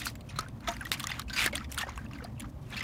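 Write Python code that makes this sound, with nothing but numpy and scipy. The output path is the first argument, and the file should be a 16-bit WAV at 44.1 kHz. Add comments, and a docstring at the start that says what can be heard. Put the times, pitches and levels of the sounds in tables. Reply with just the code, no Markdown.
"""At a pond's edge outdoors, a dog paws thin ice a few metres from a small microphone.
The ice snaps in short coloured noise bursts, and shards and air pockets ring as brief gliding sines.
Claws scrape and slush crackles as dense clicks exciting resonances; one long drag is a stick-slip train.
A larger plate, knocked once, sounds its modes; paws land with low thumps.
Filtered noise makes the low rumble, a distant hum and the outdoor hiss that lie under it all."""
import sys
import numpy as np
from scipy import signal
from scipy.fft import rfft, irfft, next_fast_len
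from scipy.io import wavfile

SR = 44100
rng = np.random.default_rng(int(sys.argv[2]) if len(sys.argv) > 2 else 0)


def unload_audio(sound):
    """Save the sound as a 16-bit wav file, at the path given as the first command line argument."""
    columns = np.transpose(np.atleast_2d(sound))
    # keep every value between -1 and 1, then stretch to whole-number steps
    steps = np.round(np.clip(columns, -1, 1) * 32767)
    wavfile.write(sys.argv[1], SR, steps.astype(np.int16))


N = 124803
TOP_HZ = 0.45 * SR       # upper edge of the widest noise bands
FADE_S = 0.0096          # fade at either end of a scrape or drag
ROUGHNESS_DB = 2.2       # spread of the level flutter on rings and plate modes


def from_db(db):
    """A level in decibels is 20 log10 of the amplitude ratio returned here."""
    return 10 ** (np.asarray(db) / 20)


def rms_one(x):
    """Dividing by the root mean square gives a signal unit effective amplitude."""
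    return x / np.sqrt(np.mean(x ** 2) + 1e-20)


def band(x, low_hz, high_hz):
    """A Butterworth band-pass has a maximally flat response between its edges."""
    return signal.sosfilt(signal.butter(2, [low_hz, high_hz], "band", fs=SR, output="sos"), x)


def dull(x):
    """A first-order low-pass rolls the treble off gently, at 6 dB an octave."""
    return signal.lfilter(*signal.butter(1, 7900, fs=SR), x)


def double_pole(x, r):
    """Two equal real poles turn an impulse into a swell that dies away."""
    return signal.lfilter([1], [1, -2 * r, r * r], x)


def drift(rate_hz):
    """Noise through two equal low-pass poles is a slow random fluctuation, here of spread 1."""
    step = 20   # samples between computed points
    r = np.exp(-2 * np.pi * rate_hz * step / SR)
    slow = double_pole(rng.standard_normal(N // step + 2002), r)[2000:]   # start-up left out
    return np.interp(np.arange(N) / step, np.arange(len(slow)), rms_one(slow))


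def add(out, start_s, x):
    """Superposition: the pressures of separate sources add."""
    i = max(int(start_s * SR), 0)
    out[i:i + len(x)] += x[:max(N - i, 0)]


def shape(attack_s, t60_s):
    """A struck body's envelope rises quickly, then loses 60 dB by t60."""
    t = np.arange(int(0.12 * SR)) / SR
    rise = (1 - np.exp(-t / attack_s)) ** 2
    decay = from_db(-60 * (t / t60_s) ** 1.2)   # exponent over 1: the decay speeds up towards its end
    env = rise * decay
    return t, env / env.max()


def coloured(spectrum):
    """Spectral shaping: white noise weighted at each frequency takes on the given spectrum, at rms 1."""
    hz, db = np.transpose(spectrum)
    size = next_fast_len(N)
    f = np.maximum(np.arange(size // 2 + 1) * SR / size, 1)
    weight = from_db(np.interp(np.log(f), np.log(hz), db))
    return rms_one(irfft(rfft(rng.standard_normal(size)) * weight, size)[:N])


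def hum():
    """Narrow-band noise is heard as a wavering tone: a distant hum."""
    centre_hz, width_hz = 111.1, 14.8
    tone = band(rng.standard_normal(N), centre_hz - width_hz / 2, centre_hz + width_hz / 2)
    return from_db(-53.5) * rms_one(tone)


def air():
    """Broadband noise with a falling spectrum is heard as outdoor hiss, its level fluttering slightly."""
    # hiss spectrum before the band-pass: frequency_hz, density_db (per Hz, relative)
    hiss_spectrum = [(750, -19), (1150, -21.5), (1500, -34), (2200, -38), (4000, -42), (9000, -49),
                     (15500, -46.5)]
    hiss = rms_one(band(coloured(hiss_spectrum), 340, TOP_HZ))
    return from_db(-59 + 1.3 * drift(26)) * hiss


def rumble():
    """Low-passed noise makes low wind and distant rumble; each octave is modulated independently."""
    # rumble spectrum before filtering and surges: frequency_hz, density_db (per Hz, relative)
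    rumble_spectrum = [(20, -28), (48, 2), (70, 5), (112, 0), (155, -1.5), (200, -1.5), (260, -6.5),
                       (354, -9.5), (440, -29), (610, -18.5), (780, -23), (1320, -120)]
    # course of the rumble: time_s, level_db
    rumble_level = [(0.0, -44.5), (0.46, -43), (0.98, -45.5), (1.48, -42), (1.95, -44), (2.03, -42),
                    (2.83, -42)]
    low = signal.sosfilt(signal.butter(2, 700, fs=SR, output="sos"), coloured(rumble_spectrum))
    surging = np.zeros(N)
    for hz in 22 * 2.0 ** np.arange(6):
        surge = from_db(1.2 * drift(3.0))
        surging += surge * band(low, hz, hz * 2)
    s, db = np.transpose(rumble_level)
    return from_db(np.interp(np.arange(N) / SR, s, db)) * rms_one(surging)


def ringing_grains(clicks, centre_hz):
    """Resonance: each click rings one of 24 damped modes, loudest near the moving centre frequency."""
    modes = 24
    dealt, body = rng.integers(0, modes, N), np.zeros(N)
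    for k, hz in enumerate(np.geomspace(700, 7000, modes)):
        # the peak spreads 0.61 octave; far modes keep a floor of -8 dB
        near = np.exp(-0.5 * (np.log2(hz / centre_hz) / 0.61) ** 2) + from_db(-8)
        r = from_db(-60 * hz / (40 * SR))   # 60 dB lost in 40 cycles
        w = 2 * np.pi * hz / SR
        struck = clicks * (dealt == k) * near + 1e-18
        ringing = signal.lfilter([0, np.sin(w)], [1, -2 * r * np.cos(w), r * r], struck)
        body += (hz / 2000) ** 0.36 * band(ringing, hz / 1.316, hz * 1.286)
    return body


def scrapes():
    """Granular friction: claws and slush make dense random clicks that excite resonances and a treble fizz."""
    # one sub-table a stroke, levels before a small trim: time_s, level_db, treble_level_db, resonance_hz
    strokes = [
        [(0.0, -43, -37.5, 2330), (0.024, -43.5, -70, 2900), (0.056, -48.5, -36, 1880), (0.084, -46, -50, 1820),
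         (0.13, -71, -67, 2240)],
        [(0.27, -73, -70, 2400), (0.312, -49.5, -95, 2390), (0.352, -56.5, -85, 1450),
         (0.422, -49.5, -69, 1390), (0.5, -65, -92, 1570)],
        [(0.6, -86, -95, 1590), (0.628, -55.5, -87, 1350), (0.708, -40.5, -54, 1320), (0.786, -55.5, -68, 2130),
         (0.8, -98, -79, 2130)],
        [(0.8, -56, -64, 1510), (0.828, -47, -68, 1550), (0.854, -64, -70, 1870), (0.9, -56, -55, 2040)],
        [(0.921, -39, -41, 2630), (0.933, -33.5, -36, 2600), (0.98, -47.5, -75, 1660)],
        [(0.98, -80, -52, 2170), (0.996, -40, -57, 2120), (1.04, -53.5, -61.5, 1660), (1.1, -41.5, -59, 2030),
         (1.224, -49.5, -63, 1900), (1.24, -91, -80, 1840)],
        [(1.27, -81, -79, 1800), (1.298, -60, -72, 1680), (1.36, -45.5, -49, 1890)],
        [(1.465, -27.5, -41, 1770), (1.51, -55, -67, 1750)],
        [(1.533, -47, -79, 2210), (1.565, -43.5, -65, 2250), (1.631, -51.5, -72, 1520), (1.66, -67, -85, 2650)],
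        [(1.7, -57, -66, 2300), (1.72, -55, -59, 2330), (1.742, -54, -53, 1600), (1.78, -45, -63, 1650),
         (1.816, -34, -43.5, 2060), (1.87, -61, -84, 1770)],
        [(1.87, -46.5, -68, 1330), (1.934, -52.5, -93, 1900), (1.966, -61.5, -65, 1420), (2.06, -59, -78, 1620)],
        [(2.1, -78, -91, 1860), (2.12, -64, -100, 2250), (2.156, -48, -85, 1680), (2.186, -64, -64, 1840),
         (2.224, -53.5, -95, 1510), (2.3, -65, -78, 1550)],
        [(2.36, -71, -90, 2370), (2.406, -75, -75, 2180), (2.428, -59, -69, 1380), (2.448, -49.5, -104, 1370),
         (2.5, -78, -63.5, 1360)],
        [(2.62, -82, -71, 2070), (2.656, -67, -78, 2180), (2.694, -60, -65, 1570), (2.732, -44, -65, 2060),
         (2.756, -43.5, -59, 2500), (2.83, -40.5, -72, 1920)],
    ]
    t = np.arange(N) / SR
    # the slush never falls quite silent
    level, treble = np.full(N, from_db(-68.5)), np.full(N, from_db(-75.5))
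    centre_hz = np.full(N, 2000.0)
    for rows in strokes:
        s, db, treble_db, hz = np.transpose(rows)
        on = np.clip(np.minimum(t - s[0], s[-1] - t) / FADE_S + 1, 0, 1)
        level += on * from_db(np.interp(t, s, db))
        treble += on * from_db(np.interp(t, s, treble_db))
        centre_hz[on > 0] = np.interp(t, s, hz)[on > 0]

    grains_per_s, grain_spread_db = 4500, 3.7
    present = rng.random(N) < grains_per_s / SR
    size = from_db(grain_spread_db * np.minimum(rng.exponential(1, N), 4))
    clicks = present * size * rng.choice([-1, 1], N)

    body = rms_one(band(ringing_grains(clicks, centre_hz), 420, 12000))
    fizz = rms_one(dull(band(clicks + 0.54 * rng.standard_normal(N), 3800, TOP_HZ)))
    patchy = from_db(1 * drift(90))
    return patchy * (from_db(-1.0) * level * body + from_db(-1.5) * treble * fizz)


def slips():
    """Stick-slip: jerks at uneven gaps and of uneven size, each a quick swell that dies away."""
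    slips_per_s, slip_s, floor = 450, 0.0008, 0.35
    at = np.cumsum(rng.uniform(0.4, 1.6, N // 20) * SR / slips_per_s).astype(int)
    size = from_db(4 * rng.standard_normal(N // 20))
    jerks = np.zeros(N)
    jerks[at[at < N]] = size[at < N]
    return floor + rms_one(double_pole(jerks, np.exp(-2 / (slip_s * SR))))


def drag():
    """Stick-slip friction: one long drag of the claws jolts ice resonances that slide down together."""
    # course of the drag: time_s, level_db, treble_level_db, main_resonance_hz
    course = [(1.352, -47, -53, 2567), (1.364, -49, -51, 2510), (1.378, -29.5, -47, 2554),
              (1.436, -28.5, -41.5, 2234), (1.454, -28.5, -38, 2140), (1.461, -22.5, -20, 2000)]
    # resonances: ratio_to_main_resonance, width_hz, level_db (relative)
    resonances = [(.62, 300, -3), (1.0, 350, 6), (1.551, 395, -1.5), (2.498, 505, -11.5)]
    s, db, treble_db, hz = np.transpose(course)
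    t = np.arange(int((s[-1] - s[0]) * SR)) / SR + s[0]
    n = len(t)
    grit = slips()[:n]
    phase = 2 * np.pi * np.cumsum(np.interp(t, s, hz)) / SR
    body = np.zeros(n)
    for ratio, width_hz, tone_db in resonances:
        # a random phase widens the sine into a band
        low_pass = signal.butter(1, width_hz / 2, fs=SR, output="sos")
        a, b = signal.sosfilt(low_pass, rng.standard_normal((2, n)))
        tone = rms_one(np.cos(ratio * phase + np.arctan2(a, b)))
        # half shared jerks, half its own
        body += from_db(tone_db) * np.sqrt(grit * slips()[:n]) * tone
    body = rms_one(band(body, 670, 12600))
    hiss = rms_one(dull(band(rng.standard_normal(n) * grit, 4400, 19000)))
    fade = np.clip(np.minimum(t - s[0], s[-1] - t) / FADE_S, 0, 1)
    level, treble = from_db(np.interp(t, s, db)), from_db(np.interp(t, s, treble_db))
    out = np.zeros(N)
    add(out, s[0], fade * (level * body + treble * hiss))
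    return out


def knock():
    """Modal vibration: a larger knocked plate sounds damped modes together, roughened by loose slush."""
    # modes of the plate: frequency_hz, level_db (relative), t60_s
    plate_modes = [(331, -12.5, 0.068), (688, -0.5, 0.095), (930, -7.5, 0.12), (1550, -7, 0.024),
                   (3640, -19, 0.05), (5900, -12, 0.042)]
    start_s, level_db, attack_s = 0.681, -27.5, 0.0026
    out = np.zeros(N)
    for hz, db, t60_s in plate_modes:
        t, env = shape(attack_s, t60_s)
        add(out, start_s, from_db(level_db + db) * env * np.sin(2 * np.pi * hz * t))
    return out * from_db(ROUGHNESS_DB * drift(150))


def rings():
    """Damped free vibration: shards and air pockets ring as dying, slightly rough sines whose pitch slides."""
    # rings, levels relative: start_s, level_db, start_pitch_hz, t60_s, pitch_rise_octaves_per_s
    ring_table = [(0.062, -33, 1255, 0.04, 5), (0.068, -20, 1410, 0.0084, 4.3),
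                  (0.3874, -21.5, 1247, 0.05, 4), (0.4615, -37.5, 1506, 0.028, 3.0),
                  (0.6758, -25, 1260, 0.057, 4.5), (0.8555, -29, 1875, 0.041, 4),
                  (1.003, -35, 1136, 0.032, 2.0), (1.04, -29, 1167, 0.032, 3),
                  (1.0709, -26.5, 1970, 0.015, -7), (1.1171, -19.5, 1950, 0.0094, 15),
                  (1.196, -29.5, 1193, 0.02, -5), (1.3036, -31, 1520, 0.043, 5),
                  (1.329, -35.5, 1550, 0.18, -0.8), (1.4615, -11, 1786, 0.0078, 4),
                  (1.4752, -16.5, 1714, 0.016, 0), (1.5788, -28.5, 1870, 0.02, 5),
                  (1.6085, -34.5, 1290, 0.043, 6), (1.7788, -23, 1396, 0.027, 5),
                  (1.8092, -29.5, 1780, 0.064, 4), (1.83, -24.5, 1794, 0.044, 3.5),
                  (1.8891, -26, 1000, 0.011, 2), (1.9765, -30.5, 1090, 0.023, 6),
                  (1.9878, -35.5, 1560, 0.035, 4), (2.0164, -43, 1500, 0.025, 7),
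                  (2.1101, -41.5, 1170, 0.029, 2.7), (2.1864, -38, 2040, 0.017, 5),
                  (2.2049, -38, 1480, 0.029, 3.0), (2.4425, -34, 1240, 0.016, -7),
                  (2.8075, -24, 2050, 0.027, -2), (0.017, -39, 3630, 0.055, 2),
                  (0.2905, -39.5, 2510, 0.033, 1), (0.9163, -24, 3560, 0.044, 11),
                  (1.093, -32, 3490, 0.033, 9), (1.1248, -37.5, 3440, 0.031, 6),
                  (1.645, -42, 3500, 0.02, 1.2), (1.568, -48, 3930, 0.053, -1.5),
                  (2.0634, -42.5, 2630, 0.017, 2.2), (2.1331, -38.5, 2710, 0.016, 5),
                  (2.3785, -45.5, 2600, 0.023, 9), (2.725, -43, 3300, 0.015, 1.2),
                  (2.74, -36, 3270, 0.018, -2), (2.7656, -31, 2250, 0.02, 9),
                  (2.7773, -28.5, 2650, 0.042, 2.5), (1.104, -33, 815, 0.018, 6),
                  (1.53, -30, 540, 0.075, 11.5), (1.836, -25.5, 760, 0.014, 3.6),
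                  (1.868, -35.5, 557, 0.05, 0), (2.221, -39, 468, 0.072, 6), (2.247, -33, 697, 0.032, 3.0),
                  (0.7064, -39, 6560, 0.03, 0), (0.7382, -39.5, 6040, 0.018, 9),
                  (1.0405, -44, 5640, 0.032, 1.5), (1.58, -45.5, 5370, 0.035, 2),
                  (1.9589, -61, 4460, 0.025, 4), (2.8075, -38.5, 5100, 0.022, -1),
                  (.809, -30, 1700, 0.067, -19.5), (1.28, -44.5, 2530, 0.11, 6),
                  (1.297, -37.5, 3740, 0.063, -0.5), (1.5305, -28.5, 2174, 0.042, 3.5)]
    out = np.zeros(N)
    for start_s, db, hz, t60_s, rise in ring_table:
        t, env = shape(0.00038, t60_s)
        phase = 2 * np.pi * np.cumsum(hz * 2 ** (rise * t)) / SR
        add(out, start_s, from_db(db - 3.5) * env * np.sin(phase))
    return out * from_db(ROUGHNESS_DB * drift(510))


def burst(noise, start_s, db, env):
    """Random spectral peaks and dips colour a noise burst, which keeps the energy of its envelope."""
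    colour_db, colour_step_hz = 7.5, 687
    f = np.arange(len(env) // 2 + 1) * SR / len(env)
    colour = from_db(colour_db * np.interp(f / colour_step_hz, np.arange(80), rng.standard_normal(80)))
    excerpt = noise[int(start_s * SR):][:len(env)]
    piece = env * irfft(rfft(excerpt) * colour, len(env))
    return from_db(db) * piece * np.sqrt(np.sum(env ** 2) / np.sum(piece ** 2))


def snaps():
    """Impulsive fracture: ice snaps are sharp noise bursts whose treble dies faster; paws add low thumps."""
    # snaps, levels relative: start_s, level_db, treble_db (against level_db), middle_t60_s, rise_s
    snap_table = [(0.016, -27.5, -11.5, 0.023, 0.0009), (0.057, -26, -3, 0.011, 0.00037),
                  (0.067, -26, -17, 0.074, 0.00044), (0.099, -42.5, 0.5, 0.022, 0.001),
                  (0.1538, -38.5, -8.5, 0.025, 0.00042), (0.2072, -44, -8.5, 0.025, 0.001),
                  (0.289, -41.5, -23, 0.083, 0.0012), (0.3586, -38, -19, 0.12, 0.00043),
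                  (0.4073, -31.5, -4, 0.015, 0.00047), (0.4844, -40, -7, 0.01, 0.00091),
                  (0.605, -42.5, -18, 0.013, 0.00085), (0.673, -26.5, -20, 0.054, 0.0013),
                  (0.6843, -25.5, -13, 0.031, 0.0013), (0.7163, -47, 4, 0.018, 0.00091),
                  (0.7662, -32, -14, 0.017, 0.00051), (0.8092, -36.5, -5, 0.023, 0.00086),
                  (0.851, -35, -7, 0.03, 0.00072), (0.8673, -32.5, -17, 0.024, 0.001),
                  (0.9169, -9.5, -7.5, 0.0045, 0.00039), (0.939, -26.5, -9, 0.025, 0.0011),
                  (0.9965, -30.5, -1.5, 0.017, 0.0008), (1.001, -28.5, -7, 0.031, 0.001),
                  (1.029, -35, -7, 0.03, 0.001), (1.0396, -26.5, -8, 0.022, 0.00075),
                  (1.07, -26, 1.5, 0.011, 0.00061), (1.085, -39, -12, 0.0087, 0.0005),
                  (1.094, -36, -10, 0.02, 0.001), (1.1034, -27, -13, 0.021, 0.00071),
                  (1.1146, -28.5, -26, 0.029, 0.00083), (1.1944, -24.5, -7.5, 0.022, 0.00048),
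                  (1.2179, -39.5, 5, 0.0077, 0.00065), (1.281, -44, -27, 0.057, 0.00085),
                  (1.297, -31, -18, 0.044, 0.00037), (1.329, -29, -23, 0.077, 0.0022),
                  (1.3605, -24.5, -30, 0.12, 0.0011), (1.4426, -24, -1.5, 0.012, 0.00027),
                  (1.4606, -18.5, -4.5, 0.021, 0.0007), (1.4752, -24, -23, 0.016, 0.001),
                  (1.5265, -34.5, -22, 0.028, 0.0013), (1.548, -30.5, -13.5, 0.019, 0.0012),
                  (1.5539, -21, -6.5, 0.025, 0.00068), (1.5673, -32, -9, 0.019, 0.00087),
                  (1.5786, -26, -16, 0.01, 0.00025), (1.6424, -37.5, -16.5, 0.032, 0.0012),
                  (1.716, -51.5, 14.5, 0.045, 0.00064), (1.7236, -36, 4, 0.007, 0.00046),
                  (1.7441, -36, 0.5, 0.022, 0.00084), (1.7764, -24, -6.5, 0.014, 0.00078),
                  (1.7829, -25.5, -4.5, 0.068, 0.00066), (1.808, -34, -22, 0.06, 0.001),
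                  (1.884, -54, -24, 0.016, 0.00083), (1.8925, -34, -16, 0.017, 0.00049),
                  (1.9025, -39, -25, 0.0089, 0.0005), (1.92, -44, -17, 0.0092, 0.0008),
                  (1.958, -41.5, -23, 0.022, 0.00091), (1.9757, -33.5, -9.5, 0.018, 0.00059),
                  (2.045, -49.5, -9, 0.011, 0.0006), (2.085, -53, -9, 0.012, 0.0006),
                  (2.112, -42, -22, 0.018, 0.0006), (2.1336, -47.5, -2, 0.02, 0.0007),
                  (2.147, -51, -13, 0.029, 0.0023), (2.404, -33.5, -5, 0.02, 0.00061),
                  (2.419, -39.5, -12, 0.023, 0.00066), (2.703, -51, 3.5, 0.014, 0.0011),
                  (2.7647, -32, -19.5, 0.11, 0.0014), (2.7933, -30.5, -25, 0.015, 0.0004),
                  (2.806, -37, -14, 0.015, 0.001), (2.8244, -42, -4.5, 0.054, 0.0016),
                  (0.3862, -23, -12, 0.026, 0.0028), (2.239, -39, -9, 0.036, 0.0038),
                  (2.396, -40, 0.5, .04, 0.0013)]
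    # landings of a paw: start_s, peak_db
    landings = [(0.391, -32.5), (0.914, -34.5), (1.462, -25)]
    split_hz = 5120
    out, white = np.zeros(N), rng.standard_normal(N + SR)
    middle = band(white, 1500, split_hz)
    treble = dull(band(white, split_hz, TOP_HZ))
    for start_s, db, treble_db, t60_s, rise_s in snap_table:
        middle_env = shape(rise_s, t60_s)[1]
        treble_env = shape(rise_s, 0.5 * t60_s)[1]
        add(out, start_s, burst(middle, start_s, db - 7, middle_env))
        add(out, start_s, burst(treble, start_s, db + treble_db - 0.5, treble_env))
    thump = band(shape(0.00021, 0.0037)[1], 170, 800)
    for start_s, db in landings:
        add(out, start_s, from_db(db) * thump / np.abs(thump).max())
    return out


def scene():
    """Superposition of all sources in one channel."""
    background = hum() + air() + rumble()
    ice = scrapes() + drag() + knock() + rings() + snaps()
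    return (background + ice)[None]


def record(dry):
    """Band limiting: a steep Chebyshev low-pass cuts the top, 60 dB down from 16640 Hz."""
    return signal.sosfilt(signal.cheby2(12, 60, 16640, fs=SR, output="sos"), dry)


dry = scene()
out = record(dry)
unload_audio(out)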